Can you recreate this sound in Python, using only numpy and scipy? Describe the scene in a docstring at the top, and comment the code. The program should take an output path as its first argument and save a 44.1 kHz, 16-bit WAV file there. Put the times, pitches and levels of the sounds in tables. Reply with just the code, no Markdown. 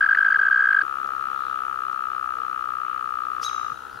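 """Pond edge, over quiet outdoor hiss, a far hum and faint plops and ticks.
A close toad stutters through the end of its trill (to 0.8 s), its vocal sac ringing after each pulse.
A second toad, left, trills evenly from the start and runs down by 3.7 s; a distant bird whistles faintly.
From 3.3 s a third toad, further off, takes over.
At 3.4 s a bird gives one sharp chirp from both sides of its syrinx; the trees echo it."""
import sys
import numpy as np
from scipy import signal
from scipy.fft import rfft, irfft
from scipy.io import wavfile

SR = 44100
rng = np.random.default_rng(int(sys.argv[2]) if len(sys.argv) > 2 else 0)


def digitize_waveform(pressure):
    """Quantize a signal to 16-bit integers and store it at the path in sys.argv[1].

    Rows of a 2-D input are taken as channels; values are limited to [-1, 1].
    """
    field = np.atleast_2d(pressure).T
    bounded = np.clip(field, -1, 1)
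    quanta = np.round(bounded * 32767).astype(np.int16)
    wavfile.write(sys.argv[1], SR, quanta)


N = 176400
T = np.arange(N) / SR


def amp(db):
    """dB to gain."""
    return 10 ** (np.asarray(db) / 20)


def unit_rms(x):
    """Scale to rms 1."""
    return x / np.sqrt(np.mean(abs(x) ** 2) + 1e-20)


def log_interp(points, hz):
    """Interpolate (f/Hz, value) points over log frequency."""
    f, value = np.transpose(points)
    return np.interp(np.log(hz + 1), np.log(f + 1), value)


def add(mix, at_s, sound):
    """Mix a sound in, in place."""
    part = mix[max(round(at_s * SR), 0):][:len(sound)]
    part += sound[:len(part)]


def colour(x, spectrum):
    """Filter by (f/Hz, level/dB) points; white noise keeps its power."""
    gain = unit_rms(amp(log_interp(spectrum, np.fft.rfftfreq(2 * N, 1 / SR))))
    return irfft(rfft(x, 2 * N) * gain)[..., :N]


def band(hz, half_width_hz):
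    """Noise band, rms 1."""
    detune = (np.fft.rfftfreq(N, 1 / SR) - hz) / half_width_hz
    return unit_rms(irfft(rfft(rng.standard_normal(N)) / (1 + detune ** 2), N))


def place(x, left_db, right_db, lag_rad):
    """Pan by level and a phase lag on the right."""
    lagged = (signal.hilbert(x) * np.exp(-1j * lag_rad)).real
    return np.array([amp(left_db) * x, amp(right_db) * lagged])


def echo(x, t60_s, delay_s):
    """Diffuse reflections, independent per side, at the source's rms."""
    t = np.arange(SR) / SR
    tails = rng.standard_normal((2, SR)) * amp(-60 * t / t60_s) * (t > delay_s)
    return np.std(x) * np.array([unit_rms(signal.fftconvolve(x, tail)[:N]) for tail in tails])


def air(hiss_db=-46.0, hum_hz=73.0, hum_db=-61.5, whine_hz=474, whine_db=-65):
    """Soft outdoor hiss, far engine hum, wavering far tone."""
    # hiss spectrum: f/Hz, density/dB
    spectrum = [(25, -19.5), (50, -9), (90, -3), (130, -3.5), (250, 1.5), (400, -1), (620, -5), (900, -0.5),
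                (1500, 3.5), (2200, -19.5), (3200, -14.5), (4800, -23), (6500, -21.5), (7700, -27),
                (10000, -22), (12500, -26), (15500, -27)]
    # hiss stereo image: f/Hz, left-right correlation
    correlation = [(40, -0.49), (130, -0.61), (290, -0.74), (640, -0.0069), (1400, 0.71), (3100, 1),
                   (6800, 0.5), (15000, 0.058)]
    left, independent = rfft(rng.standard_normal((2, N)))
    rho = np.clip(log_interp(correlation, np.fft.rfftfreq(N, 1 / SR)), -1, 1)
    right = rho * left + np.sqrt(1 - rho ** 2) * independent
    hiss = colour(irfft(np.array([left, right]), N), spectrum) * amp(hiss_db + 0.62 * band(0, 0.81))
    hum = amp(hum_db) * np.sin(2 * np.pi * hum_hz * T) * (1 + .15 * band(0, 3))
    return hiss + place(hum, -1.3, 1.9, 0.47) + amp(whine_db) * band(whine_hz, 4.5)


def distant_bird(arch=0.54, blur_hz=360):
    """Faint rising and falling whistles, blurred by distance."""
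    # calls: t/s, length/s, top f/Hz, level/dB
    calls = [(1.192, 0.53, 3850, -59.5), (2.657, 0.072, 3550, -63), (2.827, 0.16, 3030, -56),
             (3.871, 0.15, 5020, -63.5)]
    whistles = np.zeros(N)
    for start_s, length_s, top_hz, db in calls:
        swell = np.sin(np.pi * np.arange(0, length_s, 1 / SR) / length_s)
        phase = 2 * np.pi * np.cumsum(top_hz * (1 - arch + arch * swell)) / SR
        blur = band(0, blur_hz)[:len(swell)]
        add(whistles, start_s, amp(db) * np.sqrt(abs(swell)) * blur * np.sin(phase))
    return place(whistles, 4.6, -2.3, 0)


def shore(plop_rise_s=0.0041, tick_rise_s=0.0006, tick_decay_s=0.0035):
    """Waterline plops and wet-gravel ticks: decaying noise bursts."""
    # plops and bumps: t/s, f/Hz, level/dB, decay/s
    plop_events = [(0.394, 527, -45, 0.03), (0.822, 348, -44.5, 0.019), (1.035, 476, -44, 0.021),
                   (3.714, 137, -36, 0.01), (3.926, 109, -48.5, 0.044)]
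    # gravel ticks: t/s, level/dB
    tick_events = [(0.23, -52.5), (1.069, -48), (1.923, -51)]
    # tick spectrum: f/Hz, level/dB
    tick_spectrum = [(1000, -22.5), (3500, -2), (6000, -2), (11000, -14), (16000, -18.5)]
    plops, ticks = np.zeros((2, N))
    t = np.arange(0, .2, 1 / SR)
    for start_s, hz, db, decay_s in plop_events:
        envelope = amp(db) * (1 - np.exp(-t / plop_rise_s)) * np.exp(-t / decay_s)
        add(plops, start_s, envelope * unit_rms(band(hz, .3 * hz)[:len(t)]))
    for start_s, db in tick_events:
        envelope = amp(db) * (1 - np.exp(-t / tick_rise_s)) * np.exp(-t / tick_decay_s)
        add(ticks, start_s, envelope * rng.standard_normal(len(t)))
    return place(plops + colour(ticks, tick_spectrum), 0, 0, 0)


def syrinx_side(curve, rough, waver=0.00484):
    """Gain and phase of one whistle, rougher below its top pitch."""
    at_s, hz, db = np.transpose(curve)
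    pitch_hz = np.interp(T, at_s, hz)
    pitch_hz *= 1 + waver * band(0, 214) + rough * (1 - pitch_hz / hz.max()) * band(0, 547)
    return amp(np.interp(T, at_s, db, left=-200, right=-200)), 2 * np.pi * np.cumsum(pitch_hz) / SR


def bird(rasp_db=-39, sum_db=-19, octave_db=-21, trees_db=-6):
    """A raspy start opens into two whistles and their sum tone; the trees ring on."""
    # lower whistle: t/s, f/Hz, level/dB
    low_curve = [(3.425, 2515, -47), (3.44, 3170, -41), (3.449, 3950, -35.5), (3.462, 3872, -31),
                 (3.475, 3833, -28.5), (3.479, 3795, -32), (3.485, 3935, -41), (3.492, 2845, -41),
                 (3.503, 2150, -44)]
    # upper whistle: t/s, f/Hz, level/dB
    high_curve = [(3.43, 4306, -62), (3.437, 5190, -32), (3.443, 6220, -36), (3.452, 6400, -35),
                  (3.46, 6450, -40), (3.478, 6500, -50), (3.5, 6260, -46)]
    # rasp spectrum: f/Hz, level/dB
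    rasp_spectrum = [(100, -55), (1500, -5), (2800, -14), (5500, 1), (6800, -7), (8000, -13.5),
                     (12000, -15), (16000, -26)]
    # tree echo spectrum: f/Hz, level/dB
    tree_spectrum = [(1000, 7), (4000, -12), (6400, -8), (7000, -13), (16000, -24)]
    rasp_peak_s, rise_s, decay_s = 3.438, .028, 0.029
    low, low_phase = syrinx_side(low_curve, rough=.36)
    high, high_phase = syrinx_side(high_curve, rough=.14)
    dry = low * np.sin(low_phase) + high * (np.sin(high_phase) + amp(octave_db) * np.sin(2 * high_phase))
    dry += amp(sum_db) * np.sqrt(low * high) * np.sin(low_phase + high_phase)
    t = T - rasp_peak_s
    burst = np.clip(1 + t / rise_s, 0, 1) * np.exp(-np.maximum(t, 0) / decay_s)
    dry += amp(rasp_db) * burst * colour(rng.standard_normal(N), rasp_spectrum)
    trees = np.std(dry) * unit_rms(colour(echo(dry, 1.0, 0.022), tree_spectrum))
    return place(dry, 2.2, -2.7, 0) + amp(trees_db) * trees


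def trill(rate, voice, first_s, last_s, uneven_db, jitter_s, snap_db, rasp_db,
          ring_db, ring_s, sharp_hz, settle_s):
    """Even pulses: the throat snaps open, the vocal sac swells on one tone and a faint tail lingers after it."""
    # throat modes: f/Hz, level/dB, decay/s
    throat_modes = [(814, -24.5, 0.0043), (901, -21, .004), (1584, -15.5, 0.0032), (1588, -27, 0.0048),
                    (2433, -23, 0.0036), (2602, -24, 0.004), (2895, -23, 0.0029), (3530, -36, .0018),
                    (3950, -34, .0015), (4090, -32.5, .0018)]
    # rasp spectrum: f/Hz, level/dB
    rasp_spectrum = [(100, -33), (500, -26.5), (850, 13.5), (1050, -22), (1650, 9), (2050, -14), (2800, 7),
                     (3400, -10), (4200, -0.5), (4800, -36.5), (9000, -49)]
    snap_s = .0005
    peak_s, width_s, ref_rate_hz = 0.004, 0.0026, 56  # swell shape at this pulse rate
    cycles = np.cumsum(np.interp(T, *np.transpose(rate)) * (T > first_s)) / SR
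    starts_s = T[1:][np.diff(np.ceil(cycles)) > 0]
    starts_s = starts_s[starts_s < last_s]
    at_s, level_db, pitch_hz = np.transpose(voice)
    t = np.arange(0, .02, 1 / SR)
    opening = 1 - np.exp(-t / snap_s)
    throat = sum(amp(db) * np.exp(-t / decay_s) * np.sin(2 * np.pi * hz * t)
                 for hz, db, decay_s in throat_modes)
    tones, rasp = np.zeros((2, N))
    for start_s in starts_s:
        d_level, d_time, d_pitch, d_width, d_ring, d_snap = rng.standard_normal(6)
        gain = amp(np.interp(start_s, at_s, level_db) + uneven_db * d_level)
        hz = np.interp(start_s, at_s, pitch_hz) * (1 + 0.0053 * d_pitch)
        hz = hz + sharp_hz * np.exp(-t / settle_s)
        stretch = ref_rate_hz / np.interp(start_s, *np.transpose(rate)) * (1 + 0.04 * d_width)
        swell = np.exp(-((t / stretch - peak_s) / width_s) ** 2)
        tail = amp(ring_db + 2 * d_ring) * np.exp(-abs(t - 2 * peak_s) / ring_s) * (1 - t / t[-1])
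        tone = (swell + tail) * np.sin(2 * np.pi * np.cumsum(hz) / SR)
        start_s += jitter_s * d_time
        add(tones, start_s, gain * opening * (tone + amp(snap_db + d_snap) * throat))
        add(rasp, start_s, 2 * gain * opening * np.exp(-2 * t / peak_s))
    return tones + amp(rasp_db) * colour(rasp * rng.standard_normal(N), rasp_spectrum)


def far_toad(ground_db=-17):
    """Fainter trill, swelling and rising in pitch."""
    # pulse rate: t/s, rate/Hz
    rate = [(3.3, 65.1), (4, 65.1)]
    # sac tone: t/s, level/dB, f/Hz
    voice = [(3.3, -44, 1215), (3.5, -31, 1235), (3.75, -27.5, 1250), (4, -28, 1295)]
    dry = trill(rate, voice, first_s=3.3122, last_s=4.1, uneven_db=1.2, jitter_s=0.00041, snap_db=-8.5,
                rasp_db=-18, ring_db=-11, ring_s=0.0091, sharp_hz=302, settle_s=0.0025)
    wet = amp(ground_db) * echo(dry, .06, 0.012)
    return place(dry, 0, -21.5, 0.58) + wet * amp([[0], [-5]])


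def left_toad(ground_db=-24, pond_db=-30):
    """Long trill that slows and stops."""
    # pulse rate: t/s, rate/Hz
    rate = [(0.0, 72.55), (0.45, 69.98), (0.9, 66.9), (1.25, 66.53), (1.6, 65.21), (2.0, 63.94),
            (2.4, 62.86), (2.8, 62.3), (3.3, 61.82), (3.62, 59.79), (3.73, 51.58)]
    # sac tone: t/s, level/dB, f/Hz
    voice = [(0, -17.5, 1319), (0.499, -17.5, 1280), (0.999, -17, 1280), (1.999, -17, 1269),
             (3.3, -17.5, 1253), (3.72, -17.5, 1248)]
    dry = trill(rate, voice, first_s=.0063, last_s=3.728, uneven_db=0.53, jitter_s=0.00015, snap_db=0,
                rasp_db=-29, ring_db=-7.0, ring_s=.007, sharp_hz=190, settle_s=0.0011)
    wet = amp(ground_db) * echo(dry, .06, 0.0076) + amp(pond_db) * echo(dry, .8, 0.01)
    return place(dry, 0, -11.5, 1.63) + wet * amp([[0], [-4]])


def near_toad(voice_db=-0.67, rasp_db=-1, ground_db=-25, pond_db=-35, roundness=1.16, flutter=0.01):
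    """Uneven, nearly pure pulses: each starts sharp, buzzes most in its middle and leaves the sac ringing."""
    # pulses: t/s, length/s, level/dB, onset f/Hz (offset from tone_hz counts double), rasp/dB
    pulses = [(0.0079, 0.0105, -8.2, 1615, -53), (0.0247, 0.0115, -9.3, 1620, -52),
              (0.0392, 0.0099, -9.6, 1630, -46), (0.0603, 0.0088, -10.6, 1660, -48),
              (0.0868, 0.0142, -9.3, 1600, -48), (0.1085, 0.0132, -8.7, 1620, -48),
              (0.1255, 0.0115, -8.8, 1635, -52), (0.1472, 0.0058, -11.5, 1720, -43),
              (0.1525, 0.0055, -17.5, 1590, -45), (0.1709, 0.0096, -10.3, 1600, -42),
              (0.1841, 0.0114, -8.0, 1615, -50), (0.2056, 0.0119, -9.8, 1615, -55),
              (0.2251, 0.0115, -9.4, 1610, -55), (0.2469, 0.0102, -10.2, 1640, -48),
              (0.2616, 0.0117, -9.2, 1620, -52), (0.2805, 0.0116, -9.8, 1605, -54),
              (0.303, 0.012, -10.9, 1600, -46), (0.3204, 0.0121, -8.7, 1615, -51),
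              (0.3431, 0.0094, -10.4, 1660, -46), (0.3569, 0.0116, -8.7, 1620, -52),
              (0.3893, 0.0139, -9.5, 1585, -49), (0.4125, 0.0115, -10.4, 1595, -49),
              (0.43, 0.0115, -10.1, 1595, -51), (0.4495, 0.0111, -12.4, 1590, -49),
              (0.464, 0.0102, -9.4, 1625, -49), (0.481, 0.0098, -9.6, 1600, -53),
              (0.5082, 0.014, -9.5, 1595, -51), (0.5242, 0.0125, -9.0, 1610, -47),
              (0.5416, 0.011, -10.7, 1610, -54), (0.5583, 0.0102, -9.9, 1610, -53),
              (0.5741, 0.0108, -10.8, 1610, -52), (0.5911, 0.0108, -10.3, 1605, -52),
              (0.6041, 0.0101, -9.1, 1630, -46), (0.621, 0.0098, -10.5, 1605, -53),
              (0.6381, 0.0105, -10.3, 1615, -52), (0.6534, 0.0089, -10.0, 1635, -50),
              (0.6691, 0.0096, -10.6, 1605, -52), (0.6865, 0.0101, -9.4, 1600, -53),
              (0.7055, 0.0113, -9.3, 1605, -51), (0.7257, 0.0111, -10.6, 1615, -44),
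              (0.744, 0.0109, -8.7, 1615, -52), (0.7648, 0.0123, -9.2, 1605, -54),
              (0.7858, 0.0124, -9.0, 1610, -53), (0.8109, 0.0122, -11.4, 1590, -44)]
    # harmonics 2-4: level/dB
    overtones_db = [-36, -45, -57]
    # voice cracks, brief flicks in pitch: t/s, f/Hz, level/dB, rasp/dB
    cracks = [(0.0601, 1900, -26.5, -45), (0.1524, 1890, -20, -39), (0.248, 1900, -28, -48.5),
              (0.341, 1880, -24.5, -46), (.7315, 2000, -30, -43.5), (0.8175, 1450, -27, -37)]
    # rasp spectrum: f/Hz, level/dB
    rasp_spectrum = [(100, -37), (600, -9.5), (1100, -0.5), (1900, -7.5), (2800, -0.5), (3700, -12.5),
                     (4650, -5.5), (5300, -28), (9000, -41.5), (16000, -40)]
    tone_hz, sag_hz, settle_s = 1588, 70.5, 0.0025
    buzz_mean_sag_hz, buzz_wobble_rad = 18, .12  # overtones only, times harmonic number
    sac_hz, sac_db, sac_s = 1611, -17, .002
    crack_half_s = 0.0012
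    voice, rasp = np.zeros((2, N))
    for start_s, length_s, db, onset_hz, grit_db in pulses:
        t = np.arange(0, length_s, 1 / SR)
        progress = t / length_s
        hz = tone_hz - sag_hz * (progress - .5) + 2 * (onset_hz - tone_hz) * np.exp(-t / settle_s)
        phase = 2 * np.pi * (np.cumsum(hz) / SR + rng.random())
        wobble = np.sin(2 * np.pi * (rng.uniform(100, 400) * t + rng.random()))
        buzz_phase = phase + buzz_wobble_rad * wobble - 2 * np.pi * buzz_mean_sag_hz * t * progress
        buzz = sum(amp(over_db) * np.sin(k * buzz_phase) for k, over_db in enumerate(overtones_db, 2))
        tone = np.sin(np.pi * progress ** 0.88) ** roundness * (1 + flutter * wobble) * np.sin(phase)
        add(voice, start_s, amp(db) * (tone + np.sin(np.pi * progress) ** .5 * buzz))
        add(rasp, start_s, amp(grit_db) * np.sin(np.pi * progress ** 0.74))
        t = np.arange(0, .03, 1 / SR)
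        ring = t / sac_s * np.exp(1 - t / sac_s) * np.sin(2 * np.pi * (sac_hz * t + rng.random()))
        add(voice, start_s + length_s - sac_s, amp(db + sac_db) * ring)
    for at_s, hz, db, grit_db in cracks:
        t = np.arange(-3 * crack_half_s, 3 * crack_half_s, 1 / SR)
        flick = np.exp(-(t / crack_half_s) ** 2)
        add(voice, at_s + t[0], amp(db) * flick * np.sin(2 * np.pi * (hz * t + rng.random())))
        add(rasp, at_s + t[0], amp(grit_db) * flick)
    dry = amp(voice_db) * voice + amp(rasp_db) * colour(rasp * rng.standard_normal(N), rasp_spectrum)
    wet = amp(ground_db) * echo(dry, 0.13, 0.0023) + amp(pond_db) * echo(dry, 0.9, 0.0067)
    return place(dry, 0.84, 0, 0.07) + wet


def scene():
    """Three toads, two birds, shore and air; stereo."""
    return near_toad() + left_toad() + far_toad() + bird() + distant_bird() + shore() + air()


def record(dry):
    """Band limit: FIR low-pass."""
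    cutoff_hz = 15800
    lowpass = signal.firwin(511, cutoff_hz, window=("kaiser", 9), fs=SR)
    return signal.oaconvolve(dry, lowpass[None], "same")


dry = scene()
out = record(dry)
digitize_waveform(out)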